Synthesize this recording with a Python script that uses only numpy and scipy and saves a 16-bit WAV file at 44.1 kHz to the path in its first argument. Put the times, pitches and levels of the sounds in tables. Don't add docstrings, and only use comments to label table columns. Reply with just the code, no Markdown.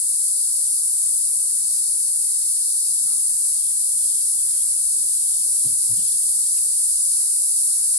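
import sys
import numpy as np
from scipy import signal
from scipy.fft import rfft, irfft, next_fast_len
from scipy.io import wavfile
from scipy.ndimage import uniform_filter1d, map_coordinates

SR = 44100
rng = np.random.default_rng(int(sys.argv[2]) if len(sys.argv) > 2 else 0)


def dump_mix(stems):
    frames = np.atleast_2d(stems).T
    limited = np.clip(frames, -1, 1)
    pcm = np.round(limited * 32767).astype(np.int16)
    wavfile.write(sys.argv[1], SR, pcm)


N = 351918

# t/s, level/dB, pan/dB (left minus right)
HIGH_CHOIR_RIDE = [(0, -19.5, 2.5), (3.5, -19.5, 2), (7.98, -18.5, 1)]
# t/s, level/dB
LOW_CHOIR_RIDE = [(0, -40.5), (0.3, -38), (0.75, -39.5), (1.42, -40.5), (1.75, -37.5), (2.1, -39.5),
                  (2.75, -37), (3.05, -38.5), (4.65, -39.5), (5.6, -38.5), (6.0, -38.5), (6.4, -37.5),
                  (7.98, -38)]
# peak t/s, level/dB, fade/s
FAR_SWELLS = [(3.63, -60, .12), (4.05, -57, 0.16), (4.4, -60, 0.28), (5.13, -59, 0.25), (5.34, -65, 0.079),
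              (5.7, -65, .08), (6.02, -59, 0.17), (6.5, -65, 0.24)]
# f/Hz, gain/dB
HIGH_SAC_EQ = [(3650, -54), (6200, -19.5), (6900, -14.5), (7650, -6), (8400, -2.5), (9000, 0.5),
               (9500, 2.5), (10000, 0), (10300, -1), (10600, -5.5), (11300, -9.5), (12300, -21.5),
               (13100, -28.5), (14200, -47), (15800, -45.5)]
# f/Hz, gain/dB
LOW_SAC_EQ = [(1940, -83), (3300, -24.5), (3900, -4.5), (4400, 2), (4650, 2.5), (4790, 4.5), (4950, 3),
              (5720, 1), (6800, -1), (8840, -55), (15000, -120)]
# f/Hz, gain/dB
FAR_SAC_EQ = [(2400, -50), (2800, -9), (3050, 1), (3300, 2), (3650, 5.5), (4100, -2.5), (5000, -120)]
# f/Hz, left minus right/dB
CHOIR_TILT = [(2500, -4.5), (4400, -7), (8100, -4), (15000, 1.5)]
# peak t/s, hiss level/dB, slosh level/dB, fade/s
HULL_WAVELETS = [(0.55, -74, -72, 0.1), (0.85, -75, -81, 0.22), (1.5, -71.5, -76, 0.37),
                 (2.4, -70.5, -84, 0.19), (3.46, -69.5, -76.5, 0.17), (4.65, -66.5, -81, 0.21),
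                 (5.05, -76, -74, 0.12), (5.4, -81, -86, 0.18), (6.02, -78, -78, 0.17),
                 (6.55, -75, -86, 0.32), (7.2, -72, -75.5, 0.12), (7.85, -69.5, -74, 0.38)]
# f/Hz, gain/dB
LAP_EQ = [(450, -120), (600, -2), (750, -3), (1150, 1), (1800, -0.5), (2300, -2), (2900, -0.5),
          (4000, -120)]
# f/Hz, gain/dB
SLOSH_EQ = [(150, -120), (210, 0), (270, -1.5), (400, -3.5), (520, -4.5), (700, -31), (1200, -120)]
# t/s, level/dB, rise/s, struck plank's f/Hz
HULL_KNOCKS = [(1.211, -55.5, .01, 108), (1.262, -56, .01, 170), (1.513, -57.5, .006, 170),
               (1.577, -57, .006, 150), (1.62, -58, 0.0069, 200), (4.959, -58, 0.0093, 250),
               (5.644, -45.5, 0.0032, 292), (5.648, -56, .003, 470), (5.652, -40.5, 0.0048, 127),
               (5.675, -54, 0.0038, 285), (5.701, -50, 0.006, 125), (5.89, -39, 0.0084, 121),
               (5.915, -42.5, 0.0073, 121), (5.898, -53, .003, 630), (5.973, -43.5, 0.005, 190),
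               (6.021, -55, 0.011, 105)]
# f/Hz, gain/dB, t60/s
HULL_MODES = [(84.4, -15, .3), (108.3, -1.5, 0.32), (125.6, 8, 0.14), (161, 2.5, 0.18), (186.5, 3.5, 0.16),
              (225, 3, 0.17), (283, 3.5, 0.26), (332, -6, 0.11), (465, 4, 0.09), (622, 5.5, 0.1),
              (770, -1, .08), (960, -16, .06)]
# t/s, level/dB, slat gain/dB, pan/dB
TAPS = [(0.679, -47, -4, 2), (0.828, -51, -7, 1), (0.955, -49.5, -4, -3), (1.295, -46, -7, 0.5),
        (5.24, -57, -17, -0.5)]
# f/Hz, gain/dB, t60/s
CLICK_MODES = [(830, -7.5, .025), (1060, -4, .035), (1250, -7, .025), (1420, -3.5, .03)]
# f/Hz, gain/dB, t60/s
SLAT_MODES = [(270, -8, 0.12), (422, -8, 0.2), (1106, -13, 0.14)]
# t/s, level/dB, centre f/Hz, width/Hz, length/s, pan/dB
SCUFFS_AND_SWISHES = [(1.401, -61.5, 1450, 550, 0.13, -2), (1.732, -62, 1710, 600, 0.065, 0),
                      (2.28, -66, 1950, 400, 0.05, -2), (3.05, -56, 850, 450, 0.04, -2),
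                      (3.066, -52, 1260, 800, 0.063, -4), (3.1, -59.5, 1200, 700, 0.13, -2),
                      (3.13, -56, 1150, 400, 0.014, -3), (3.143, -59, 1700, 700, 0.027, 1),
                      (4.459, -58.5, 1770, 915, 0.13, 1), (6.567, -54, 2520, 400, 0.027, -3),
                      (6.818, -67.5, 560, 150, 0.14, -1), (7.124, -67.5, 1050, 348, .2, 4),
                      (7.179, -63, 1600, 500, .08, 3), (7.757, -63.5, 1520, 1200, 0.21, -5)]
# t/s, level/dB, start f/Hz, glide/(Hz/s), length/s, pan/dB
BLIP_NOTES = [(2.024, -65, 625, -500, .036, 0), (5.976, -53, 3130, -6500, .065, -4),
              (6.792, -62.5, 600, 900, .032, 6), (6.903, -64, 600, 500, .022, -1)]
# t/s, level/dB
MURMUR_RIDE = [(0, -75.5), (0.6, -75), (1.2, -70), (2.2, -75), (2.9, -69), (3.5, -68), (4.2, -72.5),
               (5.0, -68), (6.0, -68), (6.75, -77), (7.98, -76)]
# f/Hz, gain/dB
MURMUR_EQ = [(60, -120), (85, -19), (110, -0.5), (160, -2.5), (220, -8.5), (300, -17), (500, -120)]
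# t/s, level/dB
HUM_RIDE = [(0, -75.5), (2.6, -85), (3.3, -68), (4.25, -70.5), (4.55, -62.5), (4.8, -63), (5.0, -68),
            (5.3, -67), (6.1, -64), (6.3, -76), (6.8, -64), (7.4, -77), (7.65, -66.5), (7.98, -78)]
# t/s, level/dB
PRESSURE_RIDE = [(0.0, -71), (1.13, -70), (1.38, -69), (1.62, -72.5), (4.33, -67), (7.62, -69.5),
                 (7.98, -64)]
# f/Hz, gain/dB
PRESSURE_EQ = [(15, -3.5), (30, -5), (70, -2.5), (110, -8.5), (130, -120)]
# f/Hz, gain/dB
HUSH_EQ = [(300, -120), (500, -23), (900, 10), (1800, -14), (2500, 3), (3000, -10), (3800, -43),
           (5000, -120)]
# f/Hz, left-right correlation
BED_CORRELATION = [(60, 0.43), (150, 1), (380, -0.22), (950, -0.077), (2380, -0.051), (5980, 0.55),
                   (15000, -0.02)]


def choir(sac_eq, count, click_hz, surge_db):
    clicks = np.zeros((2, N + 200))
    for pace, bearing, distance, height in rng.random((count, 4)):
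        period = SR / (click_hz * (.8 + .4 * pace))
        gaps = period * (1 + .25 * rng.standard_normal(N // 50))
        at = np.cumsum(np.abs(gaps))
        at = at[at < N].astype(int)
        strength = amp(-6 * distance + surge_db * wobble(14)[at])
        strength *= rng.choice([-1, 1], len(at))
        lag = round(30 * np.sin(2 * np.pi * bearing) * np.cos(.6 * height))
        np.add.at(clicks[0], at + 50 + lag // 2, strength)
        np.add.at(clicks[1], at + 50 + lag // 2 - lag, strength)
    song = filtered(clicks[:, 100:N + 100],
                    lambda hz: panned(amp(along(sac_eq, hz)), along(CHOIR_TILT, hz)))
    return song / song.std(axis=1, keepdims=True)


def near_cicadas():
    high_db, pan_db = curves(HIGH_CHOIR_RIDE)
    sway_db = .22 * (wobble(6) + wobble(20))
    high = amp(high_db + sway_db) * choir(HIGH_SAC_EQ, count=120, click_hz=450.7, surge_db=1.5)
    low = fader(LOW_CHOIR_RIDE) * choir(LOW_SAC_EQ, count=50, click_hz=496.7, surge_db=4)
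    return panned(high, pan_db) + low


def far_cicadas():
    song = patched(choir(FAR_SAC_EQ, count=16, click_hz=400, surge_db=3), patchy_db=2.5)
    stutter = unit(amp(2.5 * wobble(40)))
    envelope = swells(*np.transpose(FAR_SWELLS), rise_s=.059, base_db=-64.5)
    return panned(song * stutter * envelope, pan_db=-.5)


def water():
    peak_s, hiss_db, slosh_db, fade_s = np.transpose(HULL_WAVELETS)
    hiss = swells(peak_s, hiss_db, fade_s, rise_s=.18, base_db=-73)
    slosh = swells(peak_s, slosh_db, fade_s, rise_s=.18, base_db=-81.5)
    ripple, gurgle = amp(1.2 * wobble(45)), amp(2.5 * wobble(16))
    lapping = hiss * ripple * noise_bed(LAP_EQ, patchy_db=2, snaps=.4)
    return lapping + slosh * gurgle * noise_bed(SLOSH_EQ, patchy_db=1.2)


def knocks():
    out, t = np.zeros((2, N)), np.arange(SR // 2) / SR
    for start_s, db, rise_s, plank_hz in HULL_KNOCKS:
        rattle = puff(t, hz=200, width_hz=360)
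        ring = .59 * (rattle[0] + .15 * rattle) * decay(t, 0, t60=.12)
        for hz, mode_db, t60 in HULL_MODES:
            share = .18 + np.exp(-(np.log(hz / plank_hz) / .25) ** 2)
            spread = rng.normal(0, (hz / 350) ** 2) * np.c_[[.5, -.5]]
            drift = .023 * np.cumsum(rng.standard_normal(len(t)))
            phase = 2 * np.pi * hz * t + drift + rng.uniform(0, 5.3) + spread
            ring += share * decay(t, mode_db, t60) * np.sin(phase)
        out += placed(amp(db) * ring * attack(t, rise_s) ** 2, start_s)
    return out


def taps():
    out, t = np.zeros((2, N)), np.arange(SR // 4) / SR
    for start_s, db, slat_db, pan_db in TAPS:
        click = sum(decay(t, mode_db + rng.normal(0, 1.5), t60) * np.sin(2 * np.pi * hz * t)
                    for hz, mode_db, t60 in CLICK_MODES)
        slat = sum(decay(t, mode_db + rng.normal(0, 1.5), t60) * puff(t, hz, width_hz=70)
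                   for hz, mode_db, t60 in SLAT_MODES)
        tap = click * attack(t, .0006) ** 2 + amp(slat_db) * slat * attack(t, .004)
        out += placed(amp(db) * tap, start_s, pan_db)
    return out


def scuffs_and_swishes():
    out, t = np.zeros((2, N)), np.arange(SR // 4) / SR
    for start_s, db, hz, width_hz, length_s, pan_db in SCUFFS_AND_SWISHES:
        grain_db = 2.2 * np.repeat(rng.standard_normal(len(t) // 200 + 1), 200)[:len(t)]
        envelope = attack(t, .12 * length_s) * np.exp(-(t / length_s) ** 2)
        out += placed(amp(db + grain_db) * envelope * puff(t, hz, width_hz, snaps=.53), start_s, pan_db)
    return out


def blips():
    out, clock = np.zeros((2, N)), np.arange(SR // 4) / SR
    for start_s, db, hz, glide, length_s, pan_db in BLIP_NOTES:
        t = clock[clock < length_s]
        blur = .07 * np.sqrt(hz / 3000) * np.cumsum(rng.standard_normal((2, len(t))), axis=1)
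        tone = np.sin(2 * np.pi * (hz * t + glide * t ** 2 / 2) + blur)
        envelope = np.sin(np.pi * np.sqrt(t / length_s))
        out += placed(amp(db) * envelope * tone, start_s, pan_db)
    return out


def rumble():
    murmur = fader(MURMUR_RIDE) * amp(2.5 * wobble(20)) * noise_bed(MURMUR_EQ, patchy_db=1.2)
    flutter = amp(2.5 * wobble(22))
    hum_hz = 87 + 7 * wobble(18)
    hum = unit(flutter * np.sin(2 * np.pi * np.cumsum(hum_hz) / SR))
    pressure = unit(filtered(rng.standard_normal(N), lambda hz: amp(along(PRESSURE_EQ, hz))))
    return murmur + fader(HUM_RIDE) * hum + fader(PRESSURE_RIDE) * pressure


def forest_hush():
    return amp(-81) * noise_bed(HUSH_EQ, patchy_db=2.5)


def noise_bed(eq, patchy_db, snaps=0):
    def mid_side_gain(hz):
        angle = np.arccos(np.clip(along(BED_CORRELATION, hz), -1, 1)) / 2
        return amp(along(eq, hz)) * [np.cos(angle), np.sin(angle)]
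    noise = patched(rng.standard_normal((2, N)) + snaps * crackle(N), patchy_db)
    mid, side = filtered(noise, mid_side_gain)
    return np.array([mid + side, mid - side]) / np.sqrt(np.mean(mid ** 2))


def puff(t, hz, width_hz, snaps=0):
    noise = rng.standard_normal((2, len(t))) + snaps * crackle(len(t))
    band = np.exp(-((np.fft.rfftfreq(len(t), 1 / SR) - hz) / width_hz) ** 2)
    return unit(irfft(rfft(noise) * band, len(t)))


def crackle(size, per_s=160, spread_db=5):
    hits = rng.random((2, size)) < per_s / SR
    strength = amp(spread_db * rng.standard_normal((2, size)))
    return unit(hits * strength * rng.choice([-1, 1], (2, size)))


def patched(x, patchy_db):
    spectra = signal.stft(x, nperseg=1024)[2]
    patches = uniform_filter1d(rng.standard_normal(spectra.shape[1:]), size=6, axis=0)
    patches = uniform_filter1d(patches, size=5, axis=1)
    return signal.istft(spectra * amp(patchy_db * unit(patches)), nperseg=1024)[1][:, :N]


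def swells(peak_s, db, fade_s, rise_s, base_db):
    t = np.arange(N) / SR - np.c_[peak_s]
    shapes = np.exp(-(t / np.where(t < 0, rise_s, np.c_[fade_s])) ** 2)
    return amp(base_db) + amp(db) @ shapes


def attack(t, rise_s):
    return 1 - np.exp(-t / rise_s)


def decay(t, db, t60):
    return amp(db - 60 * t / t60)


def wobble(rate):
    knots = rng.standard_normal(int(N * rate / SR) + 4)
    return map_coordinates(knots, [np.arange(N) * rate / SR])


def curves(rows):
    times, *columns = np.transpose(rows)
    return [np.interp(np.arange(N) / SR, times, column) for column in columns]


def fader(ride):
    return amp(curves(ride)[0])


def along(points, hz):
    freqs, values = np.transpose(points)
    return np.interp(np.log(hz + 1), np.log(freqs + 1), values)


def filtered(x, response):
    size = next_fast_len(N + 8192)
    return irfft(rfft(x, size) * response(np.fft.rfftfreq(size, 1 / SR)), size)[..., :N]


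def placed(sound, start_s, pan_db=0):
    return np.pad(panned(sound, pan_db), ((0, 0), (round(start_s * SR), N)))[:, :N]


def panned(x, pan_db):
    return x * amp(np.c_[[.5, -.5]] * pan_db)


def amp(db):
    return 10 ** (np.asarray(db) / 20)


def unit(x):
    return x / np.sqrt(np.mean(x ** 2) + 1e-20)


def scene():
    ambience = near_cicadas() + far_cicadas() + water() + forest_hush()
    return ambience + taps() + blips() + scuffs_and_swishes() + knocks() + rumble()


def record(dry):
    return filtered(dry, lambda hz: hz < 15760)


dry = scene()
out = record(dry)
dump_mix(out)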